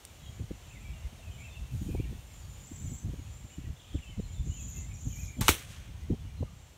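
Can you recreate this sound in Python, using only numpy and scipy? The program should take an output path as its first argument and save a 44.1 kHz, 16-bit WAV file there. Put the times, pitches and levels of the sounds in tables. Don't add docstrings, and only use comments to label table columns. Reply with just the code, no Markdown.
import sys
import numpy as np
from scipy import signal
from scipy.fft import rfft, irfft, next_fast_len
from scipy.io import wavfile

SR = 44100
rng = np.random.default_rng(int(sys.argv[2]) if len(sys.argv) > 2 else 0)


def attenuation_scalar(level_db):
    decades = np.asarray(level_db, float) / 20
    return 10 ** decades


def output_pcm(signal):
    pcm = np.clip(np.atleast_2d(signal).T, -1, 1) * 32767
    wavfile.write(sys.argv[1], SR, np.round(pcm).astype(np.int16))


N = 298645
T = np.arange(N) / SR

# t/s, level/dB
WIND = [(0.0, -59.5), (.3, -47.5), (.62, -52), (.92, -40.5), (1.02, -51), (1.4, -43.5), (1.56, -49.5),
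        (1.95, -32), (2.3, -50.5), (2.62, -44), (3.1, -41.5), (3.4, -48.5), (3.88, -54.5), (4.2, -45),
        (4.9, -40), (5.55, -46), (6.3, -42.5), (6.77, -55.5)]
# middle t/s, rumble swing/dB, length/s, extra flutter/dB
BUFFETS = [(0.419, 15.5, 0.1, 12.5), (0.464, -3, .05, 2), (0.551, 9.5, .1, -3), (1.061, 15.5, 0.069, -26),
           (1.4, 2.5, 0.085, 0), (1.609, 8.5, 0.15, 0), (1.68, -7.5, 0.086, 11), (1.745, 8, 0.11, -2),
           (2.685, -17, 0.11, 12), (2.868, 6, 0.21, 7), (3, -11, 0.13, 10), (3.067, 8.5, 0.097, 2),
           (3.525, -11, 0.15, 15), (3.598, 9, 0.077, 2), (3.699, 17, 0.16, 3), (3.962, 16, 0.15, 3.5),
           (4.042, -5, 0.079, -10), (4.308, 6, 0.058, -6), (4.407, 12.5, 0.064, -8),
           (4.49, 9.5, 0.17, -1.5), (4.994, -12, 0.064, 6), (5.068, 3, 0.051, 18.5),
           (5.238, 10.5, 0.035, -2.5), (5.325, -2.5, 0.16, -1), (5.416, 10.5, 0.17, 14),
           (5.515, 11, 0.053, 10), (5.623, -20, 0.036, 2), (6.126, 14, 0.079, 13), (6.327, 1, 0.11, -17),
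           (6.434, 12, 0.13, 4.5)]
# f/Hz, level/dB per Hz
RUMBLE = [(13, -42), (22, -21), (48, 1), (76, 1.5), (124, -6), (168, -14.5), (231, -25.5), (300, -40),
          (390, -84), (660, -120)]
FLUTTER = [(60, -10), (130, 5.5), (250, -2), (450, -22.5), (800, -27)]
# t/s, peak level/dB, length/s, top f/Hz
EDDIES = [(0.388, -37, 0.032, 474), (0.507, -28, 0.019, 495), (1.745, -32, 0.033, 260),
          (1.812, -31, 0.024, 310), (1.88, -33.5, 0.041, 480), (1.947, -26, 0.019, 580),
          (1.994, -25.5, 0.024, 387), (2.088, -38, 0.049, 346), (2.713, -32, 0.018, 314),
          (3.084, -32, 0.033, 350), (3.135, -35.5, 0.019, 480), (3.584, -28.5, 0.0092, 238),
          (3.943, -28.5, 0.029, 400), (4.172, -28.5, 0.042, 265), (4.194, -28, 0.018, 475),
          (4.464, -36, 0.03, 458), (5.063, -29, 0.023, 246), (5.869, -38.5, 0.056, 255),
          (6.095, -22.5, 0.0302, 410), (6.131, -34.5, 0.028, 483), (6.403, -27, 0.024, 367),
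          (6.425, -26.5, 0.017, 774), (3.185, -34, 0.027, 350), (4.765, -42, 0.036, 476),
          (3.67, -41, 0.04, 420), (1.125, -39, 0.018, 323), (.87, -49.5, 0.062, 400)]
FLURRIES = [(.22, -43, .03, 200), (.285, -38, .03, 200), (.508, -33, .012, 420), (.76, -45, .04, 260),
            (1.86, -37, .025, 250), (1.953, -41, .008, 1100), (2.05, -41, .02, 600),
            (2.118, -40, .025, 480), (3.435, -38, .04, 240), (3.635, -42, .03, 380), (3.94, -39, .03, 600),
            (4.09, -41, .025, 300), (4.18, -35, .03, 260), (5.06, -37, .02, 320), (5.18, -36, .03, 240),
            (5.235, -37, .025, 260), (5.66, -44, .03, 140), (6.52, -42, .04, 200)]
# t/s, peak level/dB, length/s, f/Hz
WHIRLS = [(3.94, -31, .024, 271.5), (4.178, -32.5, .03, 177.5), (5.06, -33.5, .018, 210),
          (1.945, -35, .014, 334), (4.46, -35.5, .025, 189), (3.58, -37, .02, 251), (6.098, -34, .016, 301),
          (6.408, -34.5, .014, 300)]
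# t/s, level/dB
BREEZE = [(0.0, -70), (.31, -74.5), (1.65, -72.5), (2.11, -69.5), (2.56, -70), (3.77, -77), (4.0, -79),
          (5.05, -71.5), (5.4, -71), (6.24, -82), (6.77, -79)]
# f/Hz, level/dB per Hz
FAR_AIR = [(150, -1), (250, -3), (788, -5), (845, -5.5), (1260, -8.5), (1530, -9.5), (2240, -9.5),
           (3060, -7.5), (4900, -15), (6360, -10.5), (7060, -13.5), (8120, -16), (10500, -21.5),
           (14900, -23.5), (16000, -26)]
RUSTLE = [(3000, 1), (5000, 0.5), (7000, -1.5), (9000, 5), (10500, -2.5), (12500, 1.5), (16000, -2.5)]
# middle t/s, length/s, level/dB, top f/Hz
FAR_SONGS = [(.08, .15, -63.5, 7270), (.28, 0.32, -62, 7000), (.74, .5, -65, 7400), (1.41, .36, -59, 7350),
             (1.83, 0.33, -63, 6950), (2.31, .14, -62, 7300), (2.42, 0.32, -59.5, 6900),
             (2.57, .2, -55, 7120), (3.21, .14, -61, 6850), (3.32, .2, -58, 7350), (3.47, 0.4, -56.5, 7200),
             (3.97, 0.46, -63, 7380), (4.33, 0.47, -56.5, 7220), (6.62, 0.44, -61.5, 7400)]
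# t/s, level/dB, t60/s, centre f/Hz, width/Hz
CRACKS = [
    (0.0514, -46, 0.02, 8000, 8000),
    (5.408, -40, 0.036, 2000, 3080),
    (5.41, -26, .016, 5500, 10000),
    (5.413, -37.5, 0.13, 900, 1980),
    (5.4817, -14, .016, 6000, 11000),
    (5.482, -15, .016, 2600, 2600),
    (5.4895, -9.5, .009, 7500, 14000),
    (5.4842, -23, 0.05, 1620, 3570),
    (5.4928, -17, 0.012, 5000, 9000),
    (5.4945, -22, 0.06, 3000, 9000),
]
# t/s, signed height, f/Hz, t60/s
PUSHES = [(.05145, .04, 8700, .003), (.0515, .012, 5900, .005), (.0514, .014, 11500, .003),
          (5.411, -.05, 90, .03), (5.416, .07, 65, .06), (5.495, .1, 78, .1), (5.412, .011, 870, .13),
          (5.412, .013, 1150, .13), (5.482, .26, 3000, .012), (5.4828, -.34, 1300, .01),
          (5.4901, .45, 2300, .007), (5.483, .06, 880, .03), (5.4905, -.36, 1450, .007),
          (5.4833, .24, 2100, .008), (5.4924, -.38, 320, .013)]
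# f/Hz, width/Hz, depth 0-1
HOUSING_DIPS = [(640, 120, .7), (4950, 360, 0.35), (10500, 1000, .8)]
# t/s, level/dB
FLIGHT = [(5.41, -53), (5.414, -34), (5.44, -42), (5.48, -40), (5.5, -60)]
# f/Hz, level/dB per Hz
VANES = [(290, -31), (450, 8), (630, 3), (900, 11), (1180, 0.5), (2290, 6.5), (4030, 6.5), (5090, 1),
         (6420, 9), (16000, -4.5)]
# t/s, length/s, f/Hz, level/dB
HELD = [(.19, 0.11, 3910, -68), (.2, .12, 3320, -64.5), (.25, .025, 3280, -60), (.245, .025, 2950, -65),
        (.325, 0.03, 2330, -67), (.865, .03, 3380, -66), (1.86, .02, 3170, -64), (1.885, .055, 2470, -63.5),
        (1.31, .025, 3220, -64), (3.52, 0.032, 3000, -64), (3.49, .03, 2780, -70), (3.95, .035, 3500, -62),
        (4.045, 0.042, 2680, -58), (4.28, .015, 2230, -66), (4.895, .03, 2290, -65), (4.68, .03, 2680, -66),
        (.625, .044, 3060, -65), (.829, 0.13, 2333, -65), (.929, 0.086, 2800, -63), (1.33, 0.13, 3260, -69),
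        (1.437, 0.055, 2685, -54), (1.49, 0.065, 3620, -63.5), (1.556, 0.027, 2707, -53),
        (1.68, 0.068, 2690, -68), (2.05, .038, 1890, -66), (2.42, .04, 4680, -69), (1.33, 0.042, 3000, -65),
        (4.065, 0.071, 3080, -60), (4.225, 0.045, 4230, -66), (3.84, .08, 1270, -70),
        (4.455, 0.014, 6380, -59.5), (4.945, 0.018, 5900, -58), (4.351, 0.052, 3620, -64),
        (4.583, 0.06, 3350, -65), (4.732, 0.12, 2120, -67.5), (4.758, 0.068, 2700, -63),
        (4.815, 0.13, 7400, -60), (4.91, 0.028, 2500, -60.5), (5.125, 0.023, 2400, -59.5),
        (5.21, 0.094, 2480, -65), (5.235, 0.02, 4100, -65), (5.29, 0.051, 2390, -57.5),
        (5.33, 0.076, 7300, -61), (6.37, 0.035, 4170, -67), (2.975, .07, 6350, -61), (6.12, .05, 3200, -69),
        (6.2, .06, 3500, -70), (6.25, .06, 2950, -69)]
# t/s, length/s, first f/Hz, level/dB
FALLS = [(.655, 0.051, 2860, -70), (1.172, 0.045, 3920, -65), (1.225, 0.023, 2800, -59),
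         (1.89, 0.054, 2750, -64), (2.025, .03, 2460, -62), (2.03, .025, 2950, -62), (.935, .02, 3020, -67),
         (3.65, 0.017, 2060, -64.5), (4.185, .014, 4150, -64), (4.335, 0.017, 4160, -63),
         (5.255, .015, 3610, -65), (5.325, 0.03, 2230, -65), (1.01, .07, 2250, -67),
         (4.02, 0.027, 2940, -56), (4.105, 0.05, 2270, -65.5), (4.298, 0.018, 3340, -64),
         (4.558, 0.055, 2830, -58.5), (5.1, 0.04, 3220, -62), (5.272, .033, 2400, -59),
         (5.379, .036, 3380, -62), (6.46, 0.034, 1270, -62)]
RISES = [(1.99, .018, 2310, -59), (1.38, 0.041, 2240, -58), (.81, .025, 2400, -65), (1.299, .03, 2800, -62),
         (1.96, .054, 2190, -60.5), (1.995, 0.031, 2540, -56.5), (4.501, .077, 2835, -59.5),
         (5.159, 0.051, 2267, -55), (6.27, 0.049, 2200, -70)]
# t/s, first f/Hz, level/dB
FLICKS = [(3.762, 3250, -61), (3.793, 3150, -60), (3.812, 2950, -61), (3.826, 3400, -66),
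          (3.842, 2850, -59.5), (3.875, 3200, -63), (3.858, 3100, -64), (3.886, 3150, -63),
          (3.903, 2980, -59), (3.916, 3200, -64), (3.935, 2950, -61), (3.948, 3250, -61)]
# t/s, length/s, first f/Hz, last f/Hz, level/dB
SWOOPS = [(.704, .013, 2380, 2760, -57), (.716, .02, 2760, 2480, -59), (.752, 0.015, 2350, 2100, -58),
          (0.76, .028, 2110, 1970, -60), (.894, .018, 2760, 2320, -59), (.663, .018, 2850, 2620, -62),
          (1.405, .018, 2160, 2350, -57), (1.419, .022, 2330, 2700, -55.5), (1.544, 0.015, 3020, 2700, -59),
          (3.962, .014, 3250, 2800, -60), (.843, .026, 2350, 2350, -60), (1.257, .04, 2720, 2450, -63),
          (3.798, .012, 3100, 3790, -60), (3.926, .012, 3000, 3600, -62)]
# first note t/s, last note t/s, level/dB, lowest f/Hz, octave level/dB
SONGS = [
    (2.631, 2.966, -52, 5930, -13),
    (4.448, 4.801, -50.5, 5700, -10.5),
    (4.931, 5.266, -51.5, 4380, -10),
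]
HURRY = [0.0088, 0.21, 0.0089]
UNEVEN = [0.56, 0.74, 0.38]
SLIDE = [0.23, 1, 0.7, 0.58, 0.25, 0]
HOLD = [0.475, 0.94, 1, 0.94, 0.091, 0.11]
ARCH = [.5, 1, .78, 0.44, .3, 0]
# t/s, length/s, lowest f/Hz (sounds an octave up), level/dB
ARCHES = [(4.538, .034, 5750, -72), (4.604, 0.039, 5450, -65), (4.677, .04, 5670, -63),
          (4.757, .036, 6000, -64), (5.012, .028, 4500, -72), (5.077, .034, 4450, -67),
          (5.108, .042, 5700, -65), (5.152, .036, 4230, -61), (5.187, .042, 5300, -63),
          (5.229, .034, 4500, -64)]
# t/s, length/s, first f/Hz, last f/Hz, level/dB
TAILS = [(4.592, .008, 13600, 11400, -66), (4.67, .007, 12200, 10600, -71),
         (4.738, 0.022, 13900, 11900, -65), (5.064, .01, 13600, 11800, -71), (5.226, .01, 10200, 8400, -69)]
# f/Hz, level/dB per Hz
GROVE = [(180, -36), (300, 1), (385, -0.5), (701, -9.5), (870, -11.5), (1210, -8), (3190, -2.5), (4160, -6),
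         (4910, -19), (5700, -6.5), (9240, -8.5), (15000, -12), (16000, -14)]
TREE_LINE = [(290, -47), (500, -7), (553, -3.5), (960, -14), (1050, -5.5), (3110, -3), (4870, -13.5),
             (6140, -6.5), (8580, -10), (14700, -21), (16000, -25)]
# t/s, peak level/dB, f/Hz
REPEATS = [(5.528, -30, 3500), (5.541, -34, 2500), (5.577, -36, 3000), (5.59, -39, 6500),
           (5.617, -38, 2000), (5.648, -43, 2300), (5.703, -42, 2600), (5.728, -43, 3000),
           (5.745, -43, 2400), (5.762, -41, 3100), (5.8, -46, 2800), (5.71, -46, 6500)]
# f/Hz, width/Hz, depth 0-1
PORT_DIPS = [(4950, 400, .18), (10500, 600, .2)]


def rms_one(x):
    return x / np.sqrt(np.mean(x ** 2) + 1e-20)


def in_time(rows):
    s, level_db = np.transpose(rows)
    return np.interp(T, s, level_db)


def swell(middle_s, length):
    return np.cos(np.pi * np.clip((T - middle_s) / length, -.5, .5)) ** 2


def drift(rate_hz):
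    low = signal.butter(2, rate_hz, fs=SR, output="sos")
    slow = signal.sosfilt(low, rng.standard_normal(N + SR))
    return rms_one(slow[SR:])


def coloured(spectrum):
    hz, level_db = np.transpose(spectrum)
    size = next_fast_len(N)
    grid = np.log(np.maximum(np.fft.rfftfreq(size, 1 / SR), 1))
    beyond = np.maximum(np.log(hz[0]) - grid, 0) + np.maximum(grid - np.log(hz[-1]), 0)
    shape = attenuation_scalar(np.interp(grid, np.log(hz), level_db) - 51 * beyond)
    return rms_one(irfft(rfft(rng.standard_normal(size)) * shape, size)[:N])


def resonance(x, centre_hz, width_hz):
    r = np.exp(-np.pi * width_hz / SR)
    turn = np.cos(2 * np.pi * centre_hz / SR)
    return signal.lfilter([(1 - r * r) / 2, 0, (r * r - 1) / 2], [1, -2 * r * turn, r * r], x)


def without_bands(x, dips):
    for hz, width_hz, depth in dips:
        x = x - depth * resonance(x, hz, width_hz)
    return x


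def add(out, s, piece):
    i = round(s * SR)
    out[i:i + len(piece)] += piece[:N - i]


def progress(length):
    return np.arange(round(length * SR)) / (length * SR)


def scatter(x, t60, wet_db, trunks_per_s=44100):
    t = T[:SR // 2]
    cloud = rng.standard_normal(len(t)) * attenuation_scalar(-60 * t / t60) * (t > .004)
    cloud = cloud * (rng.random(len(t)) < trunks_per_s / SR)
    cloud = cloud / np.sqrt(np.sum(cloud ** 2))
    return x + attenuation_scalar(wet_db) * signal.fftconvolve(x, cloud)[:N]


def glides(notes, waver_share):
    out, waver = np.zeros(N), drift(32.8)
    for s, length, first_hz, last_hz, level_db in notes:
        u = progress(length)
        unsteady = 1 + waver_share * np.resize(waver[round(s * SR):], len(u))
        hz = (first_hz + (last_hz - first_hz) * u) * unsteady
        tone = np.sin(2 * np.pi * np.cumsum(hz) / SR)
        add(out, s, attenuation_scalar(level_db + 2.0) * np.sin(np.pi * u) ** 0.21 * tone)
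    return out * attenuation_scalar(1.6 * drift(50))


def puffs(rows):
    out, t = np.zeros(N), T[:SR // 8]
    for s, level_db, length, top_hz in rows:
        heavy = np.cumsum(rng.standard_normal(2 * len(t)))
        band = signal.butter(4, [60, top_hz], "band", fs=SR, output="sos")
        puff = signal.sosfilt(band, heavy)[len(t):]
        puff = puff / puff[t < length].std()
        add(out, s - .004, attenuation_scalar(level_db - 2.5) * puff * np.sin(np.pi * np.minimum(t / length, 1)) ** 2)
    return out


def wind():
    rumble_db = in_time(WIND)
    flutter_db = -13 + 0.52 * (rumble_db - rumble_db.mean())
    for s, swing_db, length, sharp_db in BUFFETS:
        bump = swell(s, length)
        rumble_db = rumble_db + swing_db * bump
        flutter_db = flutter_db + sharp_db * bump
    out = attenuation_scalar(rumble_db + 1.5 * drift(13.0)) * coloured(RUMBLE)
    out += attenuation_scalar(rumble_db + flutter_db + 3.95 * drift(22.2) - 4.0) * coloured(FLUTTER)
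    return out + puffs(EDDIES) + puffs(FLURRIES)


def far_air_db():
    breeze_db = in_time(BREEZE)
    return -58 - 0.346 * T + 0.017 * (breeze_db - breeze_db.mean())


def leaves():
    wash = attenuation_scalar(far_air_db() + 0.5 * drift(4.6)) * coloured(FAR_AIR)
    gust_start_s, gust_end_s = 1.7, 2.03
    through = np.clip((T - gust_start_s) / (gust_end_s - gust_start_s), 0, 1)
    gust = attenuation_scalar(-66) * np.sin(np.pi * through) ** 0.52
    rustle = (attenuation_scalar(in_time(BREEZE) + 3.5) + gust) * attenuation_scalar(0.76 * drift(30)) * coloured(RUSTLE)
    return wash + rustle


def chorus(count=220):
    when, long, pitch, bend, loud = rng.random((count, 5)).T
    hz = 2000 * 1.85 ** pitch
    last_hz = hz * (0.95 + .2 * bend)
    level_db = -79 + 11.0 * loud - 4.0 * pitch
    notes = zip(when * (N / SR - .2), 0.0198 + 0.046 * long, hz, last_hz, level_db)
    singers = scatter(glides(notes, waver_share=0.0238), t60=0.4, wet_db=5.5)
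    return singers * attenuation_scalar(far_air_db() + 55.5)


def far_trills():
    middles, _, _, tops = np.transpose(FAR_SONGS)
    gain = attenuation_scalar(-67) * (T < SONGS[1][0])
    for s, length, level_db, _ in FAR_SONGS:
        gain = gain + attenuation_scalar(level_db) * swell(s, length)
    wobble = signal.sawtooth(2 * np.pi * 27 * T + 1.4 * drift(2.96), .2)
    hz = np.interp(T, middles, tops) + 330 * wobble
    line = gain * attenuation_scalar(3.6 * drift(29) - 8.5) * np.sin(2 * np.pi * np.cumsum(hz) / SR)
    return scatter(line, t60=0.47, wet_db=0.5)


def cracks():
    out, t = np.zeros(N), T[:SR // 4]
    for s, level_db, t60, centre_hz, width_hz in CRACKS:
        noise = rms_one(resonance(rng.standard_normal(len(t)), centre_hz, width_hz))
        crack = attenuation_scalar(level_db - 60 * t / t60) * np.minimum(t / 0.00013, 1) * noise
        add(out, s, without_bands(crack, HOUSING_DIPS))
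    return out


def pushes():
    out, t = np.zeros(N), T[:SR // 4]
    for s, height, hz, t60 in PUSHES:
        add(out, s, height * attenuation_scalar(-60 * t / t60) * np.sin(2 * np.pi * hz * t))
    return out


def whistles():
    notes = []
    for rows, bend in ((HELD, 0.97), (FALLS, .89), (RISES, 1.13)):
        for s, length, hz, level_db in rows:
            notes.append((s, length, hz, hz * bend, level_db))
    chances = np.resize(rng.standard_normal(9), len(FLICKS))
    for (s, hz, level_db), chance in zip(FLICKS, chances):
        notes.append((s, .015, hz, hz * (1.19 + 0.018 * chance), level_db))
    dive = (3.977, .017, 3050, 1930, -58)   # t/s, length/s, first f/Hz, last f/Hz, level/dB
    return scatter(glides(notes + [dive] + list(SWOOPS), waver_share=.004), t60=.45, wet_db=-2.8)


def drone():
    hollow = rms_one(resonance(rng.standard_normal(N), 650, 90))
    return attenuation_scalar(-70 + 4.9 * drift(25)) * swell(1.25, 1.5) * hollow


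def whirls():
    out = np.zeros(N)
    for s, level_db, length, hz in WHIRLS:
        u = progress(length)
        sinking_hz = hz * 0.74 ** (u - .5)
        throb = np.sin(2 * np.pi * np.cumsum(sinking_hz) / SR)
        add(out, s, attenuation_scalar(level_db) * np.sin(np.pi * u) ** 2 * throb)
    return out


def trill_notes():
    note_gap_s, shallow_hz = .0365, 5900
    for (first, last, level_db, low_hz, octave_db), hurry, uneven in zip(SONGS, HURRY, UNEVEN):
        gaps = round((last - first) / note_gap_s)
        for k in range(gaps + 1):
            u = k / gaps
            light = uneven * ((gaps - k + 1) % 2) + (k == gaps)
            lack = max(1 - u / 0.78, 0)
            depth = (1 - lack) * (1 - 0.49 * light)
            s = first + (last - first) * (u - hurry * u * (1 - u))
            note_db = level_db - 6.5 * lack ** 2 - 1.5 * light
            note_octave_db = octave_db - 10 * lack - 6 * light
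            yield s, note_db, shallow_hz + (low_hz - shallow_hz) * depth, note_octave_db


def falling_note(low_hz, path, wobble, top_hz, length=.037):
    u = progress(length)
    uneven_path = np.minimum(path + 0.045 * wobble[:6], 1.05)
    path = np.interp(u, [0, .15, .35, .6, .8, 1], uneven_path)
    hz = low_hz + (top_hz + 60 * wobble[6] - low_hz) * path
    return np.sqrt(2 * np.sin(np.pi * u ** 0.57)), 2 * np.pi * np.cumsum(hz) / SR


def near_trill():
    voice, octave = np.zeros((2, N))
    notes = list(trill_notes())
    wobbles = rng.standard_normal((len(notes), 7))
    for k, ((s, level_db, low_hz, octave_db), wobble) in enumerate(zip(notes, wobbles)):
        held = s < 4
        path, top_hz = (HOLD, 7400 + 450 * (k % 2)) if held else (SLIDE, 7530)
        shape, phase = falling_note(low_hz, np.array(path), wobble, top_hz)
        add(voice, s, attenuation_scalar(level_db) * shape * np.sin(phase))
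        if held:
            add(octave, s, attenuation_scalar(level_db + octave_db) * shape * np.sin(2 * phase))
    hoarse = attenuation_scalar(3.6 * drift(220) + 0.4)
    voice = hoarse * resonance(voice, 7200, 1840)
    voice = signal.sosfilt(signal.butter(8, 8000, fs=SR, output="sos"), voice)
    octave = attenuation_scalar(-5.0) * hoarse ** 1.5 * octave
    voice = scatter(voice, t60=0.24, wet_db=-0.6, trunks_per_s=700)
    return voice + scatter(octave, t60=0.23, wet_db=-3.0, trunks_per_s=330)


def octave_strokes():
    out = np.zeros(N)
    for s, length, low_hz, level_db in ARCHES:
        shape, phase = falling_note(low_hz, np.array(ARCH), np.zeros(7), 7530, length)
        add(out, s, attenuation_scalar(level_db) * shape ** 0.55 * np.sin(2 * phase))
    strokes = out * attenuation_scalar(3.5 * drift(120) + 0.8)
    return scatter(strokes + glides(TAILS, waver_share=.004), t60=.22, wet_db=-5.5, trunks_per_s=900)


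def vane_hiss():
    flying = (T > FLIGHT[0][0]) & (T < FLIGHT[-1][0])
    return attenuation_scalar(in_time(FLIGHT)) * flying * coloured(VANES)


def echoes(hit_s=5.49):
    since = np.maximum(T - hit_s, 0)
    dull = coloured(TREE_LINE)
    near = attenuation_scalar(-26.5 - 60 * since / 0.24) * coloured(GROVE) + attenuation_scalar(-44.5 - 60 * since / 0.94) * dull
    near = near * np.minimum(since / 0.0074, 1) * attenuation_scalar(1.8 * drift(160))
    late = np.maximum(since - .19, 0)
    back = np.roll(dull, SR)
    low = signal.sosfilt(signal.butter(4, 4900, fs=SR, output="sos"), back)
    top = signal.sosfilt(signal.butter(4, 4900, "high", fs=SR, output="sos"), back)
    dying = attenuation_scalar(-60 * late / 1.13) * low + attenuation_scalar(0.5 - 60 * late / 0.53) * top
    far = attenuation_scalar(-52.0) * dying * np.minimum(late / 0.028, 1)
    far += attenuation_scalar(-53) * swell(5.601, 0.14) * back
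    return near + far * attenuation_scalar(0.85 * drift(28))


def repeats():
    out, t = np.zeros(N), T[:SR // 20]
    for s, level_db, hz in REPEATS:
        noise = rms_one(resonance(rng.standard_normal(len(t)), hz, 0.36 * hz))
        add(out, s, attenuation_scalar(level_db - 10.5 - 60 * t / 0.04) * noise)
    return out


def scene():
    air = wind() + leaves() + drone() + whirls()
    birds = chorus() + far_trills() + whistles() + near_trill() + octave_strokes()
    arrow = cracks() + pushes() + vane_hiss() + echoes() + repeats()
    return (air + birds + arrow)[None]


def roll_off(x):
    return signal.sosfilt(signal.butter(12, 16820, fs=SR, output="sos"), x)


def record(dry):
    heard = signal.sosfilt(signal.butter(2, 30, "high", fs=SR, output="sos"), dry)
    heard = without_bands(heard, PORT_DIPS)
    heard = signal.sosfilt(signal.cheby2(14, 32, 15950, fs=SR, output="sos"), heard)
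    return roll_off(heard)


dry = scene()
out = record(dry)
output_pcm(out)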